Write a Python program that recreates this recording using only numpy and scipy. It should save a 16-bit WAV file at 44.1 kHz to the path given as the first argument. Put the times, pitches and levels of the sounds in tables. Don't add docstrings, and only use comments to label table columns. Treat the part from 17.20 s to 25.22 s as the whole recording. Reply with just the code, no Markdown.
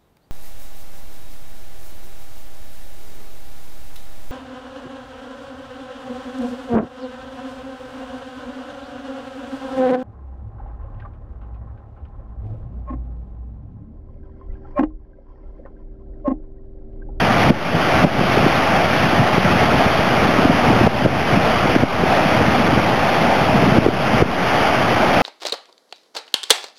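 import sys
import numpy as np
from scipy import signal
from scipy.fft import rfft, irfft
from scipy.io import wavfile
from scipy.ndimage import map_coordinates

SR = 44100
rng = np.random.default_rng(int(sys.argv[2]) if len(sys.argv) > 2 else 0)


def to_wav(s):
    ch = np.atleast_2d(s).T
    pcm = np.round(np.clip(ch, -1, 1) * 32767)
    wavfile.write(sys.argv[1], SR, pcm.astype(np.int16))


N = 353682
TIME = np.arange(N) / SR
CAMERA_RATE_HZ = 7872

# f/Hz, level/dB
WIND_COLOUR = [(20.0, -9), (40.0, -12), (70.0, -2.5), (120.0, 2), (220.0, 0.5), (330.0, -7.5), (500.0, -6),
               (900.0, -12.5)]
# crest t/s, swell or dip of the roar/dB, boom level/dB
BREAKERS = [(0.2, 1, -27), (0.782, 0.5, -25), (1.619, 0.2, -23), (2.03, -0.5, -21.5), (2.6, 0.2, -24),
            (3.4, -0.4, -26), (4.273, -1.8, -21), (4.93, 0.8, -19), (5.35, -1, -30), (5.719, -0.1, -26),
            (6.121, 1.5, -25.5), (7.982, 2.5, -25)]


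def from_db(db):
    return 10 ** (np.asarray(db) / 20)


def rms_one(x):
    return x / np.sqrt(np.mean(x ** 2) + 1e-20)


def drift(rate_hz):
    hz = np.arange(N // 2 + 1) * SR / N
    return rms_one(irfft(rfft(rng.standard_normal(N)) / (1 + (hz / rate_hz) ** 2), N))


def coloured_noise(colour, low_hz, high_hz):
    hz = np.arange(N // 2 + 1) * SR / N
    points_hz, points_db = np.transpose(colour)
    gain = from_db(np.interp(np.log(hz + 1e-9), np.log(points_hz), points_db))
    return irfft(rfft(rng.standard_normal(N)) * gain * (hz >= low_hz) * (hz < high_hz), N)


def wind_strength(breeze_db, attack_s, release_s):
    # start t/s, hold/s, level/dB
    gusts = [(0.1, 0.036, -21.5), (0.278, 0.089, -20), (0.53, 0.034, -17.5), (0.736, 0.086, -23.5),
             (0.978, 0.06, -17.5), (1.17, 0.085, -20.5), (1.847, 0.21, -28), (2.147, 0.36, -22.5),
             (2.632, 0.024, -24), (3.01, 0.051, -20), (3.193, 0.11, -20), (3.467, 0.2, -18),
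             (3.76, 0.23, -18), (4.123, 0.19, -19.5), (4.432, 0.18, -20), (4.767, 0.03, -21),
             (5.015, 0.036, -24.5), (5.203, 0.066, -19.5), (5.42, 0.17, -17.5), (6.318, 0.06, -21.5),
             (6.43, 0.16, -17), (6.65, 0.14, -21), (6.92, 0.15, -17)]
    power = from_db(breeze_db) ** 2
    for start, hold, db in gusts:
        outside_hold = np.maximum((start - TIME) / attack_s, (TIME - start - hold) / release_s)
        power = power + (from_db(db) * np.exp(-np.clip(outside_hold, 0, 20))) ** 2
    return np.sqrt(power)


def wind_rumble(strength, lumpy_db, lump_hz, overload_db, tearing_db):
    turbulence = rms_one(coloured_noise(WIND_COLOUR, 15, 1200))
    small_eddies = rms_one(coloured_noise(WIND_COLOUR, 230, 950))
    lumps = rms_one(from_db(lumpy_db * np.tanh(drift(lump_hz))))
    tearing = from_db(tearing_db) * strength / strength.max()
    pressure = strength * lumps * (turbulence + tearing * small_eddies)
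    ceiling = from_db(overload_db)
    return ceiling * np.tanh(pressure / ceiling)


def port_leak(x, corner_hz):
    return signal.sosfilt(signal.butter(2, corner_hz, "high", fs=SR, output="sos"), x)


def buffets(slowing, flutter_db, lead_s, wake_s):
    # t/s, peak level/dB, swing f/Hz, half-length/cycles
    hits = [(0.266, -8.5, 160, 0.63), (0.307, 13, 190, 0.27), (0.318, 3, 400, 0.32), (0.55, -5, 148, 0.75),
            (0.565, -6, 200, 0.46), (0.824, -13, 240, 1.1), (0.849, 7, 276, 0.29), (0.868, -5, 270, .5),
            (0.993, -3, 149, 0.43), (1.014, -1.5, 199, 0.3), (1.176, -4, 386, 1.2), (1.203, -12, 202, 1.3),
            (1.25, -13, 178, 0.84), (1.266, -3.5, 307, 1.2), (1.845, -11.5, 147, 1.2),
            (1.932, -10, 270, 1.2), (2.003, -7, 133, 1.1), (2.025, -10, 221, 1.3), (2.182, -2, 262, 0.2),
            (2.254, -8, 190, 1.5), (2.285, -12, 180, 1.2), (2.361, -11, 159, .7), (2.419, -11, 180, 0.35),
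            (2.665, -6, 190, 0.53), (2.794, -4, 240, 0.29), (3.037, -21, 223, 0.72), (3.091, -5, 288, 1),
            (3.19, -6, 273, 0.96), (3.256, -3, 268, 0.86), (3.3, -4, 198, 0.71), (3.307, -4.5, 564, 1.4),
            (3.484, -13, 160, 1.2), (3.508, -5, 274, 2), (3.613, -4, 243, 0.33), (3.645, -3.5, 200, .7),
            (3.675, 5.5, 320, 0.18), (3.762, -10, 240, .8), (3.824, -5, 200, 0.97), (3.853, 1, 325, 0.45),
            (3.862, 7.5, 330, 0.27), (4.137, -9.5, 108, 0.65), (4.176, -2, 243, 0.18),
            (4.458, -5, 272, 0.4), (4.564, 1, 288, 0.43), (4.636, 7, 250, 0.29), (4.838, -3, 400, 0.85),
            (5.011, -16, 170, .6), (5.061, -12, 200, .7), (5.212, -4, 220, .7), (5.285, -5, 158, 0.56),
            (5.405, -11, 230, 1.1), (5.444, -5.5, 260, 0.72), (5.535, -8, 258, 1.4), (5.576, -8, 190, 0.8),
            (6.357, -4, 193, 1), (6.439, -9, 190, 1.4), (6.481, -8, 220, 2.6), (6.526, -8, 191, 0.77),
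            (6.572, -0.5, 265, 0.36), (6.585, 3, 253, .6), (6.666, 6, 367, 0.8), (6.688, 3.5, 337, .8),
            (6.946, -8, 190, 1.8), (6.987, -17, 220, 0.94), (7.025, 7.5, 335, 0.45), (7.06, -6, 230, .9)]
    out = np.zeros(N)
    turbulence = rms_one(coloured_noise(WIND_COLOUR, 60, 800))
    for hit_s, peak_db, hz, half_length in hits:
        near = slice(max(0, int((hit_s - .06) * SR)), int((hit_s + .12) * SR))
        t = TIME[near] - hit_s
        cycles = hz * t
        phase = 2 * np.pi * (cycles - slowing * cycles ** 2 + rng.random())
        slam = np.exp(-.5 * (cycles / half_length) ** 2) * np.cos(phase)
        flutter = turbulence[near] * np.exp(-np.abs(t) / np.where(t < 0, lead_s, wake_s))
        eddy = port_leak(slam + from_db(flutter_db) * flutter, corner_hz=50)
        out[near] += from_db(peak_db) * eddy / np.abs(eddy).max()
    return out


def hollow_booms(centre_hz, width_hz, sag_hz, half_length_s):
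    ring = drift(width_hz) + 1j * drift(width_hz)
    out = np.zeros(N)
    for crest_s, _, boom_db in BREAKERS:
        age = (TIME - crest_s) / half_length_s
        hz = centre_hz - sag_hz * np.tanh(age / 2)
        resonance = np.real(ring * np.exp(2j * np.pi * np.cumsum(hz) / SR))
        out += from_db(boom_db) * np.exp(-.5 * age ** 2) * resonance
    return out


def surges(rise_s, fall_s):
    return sum(db * np.exp(-.5 * ((TIME - crest_s) / np.where(TIME < crest_s, rise_s, fall_s)) ** 2)
               for crest_s, db, _ in BREAKERS)


def churning(edges_hz, churn_db, churn_hz):
    # f/Hz, level/dB
    surf_colour = [(30.0, -30), (70.0, -12), (130.0, -5.5), (250.0, -1.5), (480.0, -7), (620.0, 0.0),
                   (790.0, -0.15), (980.0, -7), (1250.0, -6), (1650.0, -9), (2200.0, -9.5), (3250.0, -12.5),
                   (3550.0, -15.5), (3900.0, -19)]
    bands = [coloured_noise(surf_colour, low, high) * from_db(churn_db * drift(churn_hz))
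             for low, high in zip(edges_hz, edges_hz[1:])]
    return rms_one(sum(bands))


def surf(roar_db, hiss_db, wander_hz):
    roar_wander_db, hiss_wander_db = 0.5, 0.7
    foam_share, foam_lag_s = 0.45, 0.046
    surge_db = surges(rise_s=0.18, fall_s=0.21)
    foam_db = foam_share * np.interp(TIME - foam_lag_s, TIME, surge_db)
    roar_gain = from_db(roar_db + surge_db + roar_wander_db * drift(wander_hz))
    hiss_gain = from_db(hiss_db + foam_db + hiss_wander_db * drift(wander_hz))
    roar_edges_hz = [15, 250, 520, 700, 1050]
    hiss_edges_hz = [1050, 1300, 1600, 2000, 2400, 2850, 3350, CAMERA_RATE_HZ / 2]
    roar = roar_gain * churning(roar_edges_hz, churn_db=0.52, churn_hz=26.0)
    hiss = hiss_gain * churning(hiss_edges_hz, churn_db=1.12, churn_hz=18.0)
    return roar + hiss


def scene():
    strength = wind_strength(breeze_db=-25.5, attack_s=0.09, release_s=0.087)
    rumble = wind_rumble(strength, lumpy_db=3.5, lump_hz=19.0, overload_db=-3.5, tearing_db=-7)
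    eddies = buffets(slowing=0.084, flutter_db=-8.5, lead_s=0.0044, wake_s=0.005)
    sea = surf(roar_db=-18, hiss_db=-19, wander_hz=0.94)
    booms = hollow_booms(centre_hz=731.7, width_hz=110, sag_hz=70.16, half_length_s=0.0706)
    return (rumble + eddies + booms + sea)[None]


def limiter(x, ceiling_db, attack_s, release_s, overshoot_db):
    over_db = np.maximum(20 * np.log10(np.abs(x) + 1e-9) - ceiling_db, 0)
    drained = TIME / release_s
    log_charge = np.maximum.accumulate(np.log(over_db + overshoot_db) + drained) - drained
    cut_db = np.exp(log_charge) - overshoot_db
    lag = np.exp(-1 / (attack_s * SR))
    return x * from_db(-signal.lfilter([1 - lag], [1, -lag], cut_db + 1e-18))


def coarse_sampling(x):
    ticks = np.arange(0, N / SR, 1 / CAMERA_RATE_HZ)
    samples = map_coordinates(x, [ticks * SR], order=3, mode="nearest")
    joined = np.interp(np.arange(2 * N) / (2 * SR), ticks, samples)
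    return signal.resample_poly(joined, 1, 2, padtype="edge")


def record(dry):
    full_scale, dc_offset, cutoff_hz = .94, -.038, 15650
    limited = limiter(dry[0], ceiling_db=-1.44, attack_s=0.00008, release_s=0.47, overshoot_db=9.5)
    rounded = limited / (1 + (limited / full_scale) ** 8) ** (1 / 8)
    sampled = coarse_sampling(rounded) + dc_offset
    low_pass = signal.ellip(12, .1, 90, cutoff_hz, fs=SR, output="sos")
    return signal.sosfilt(low_pass, sampled)[None]


dry = scene()
out = record(dry)
to_wav(out)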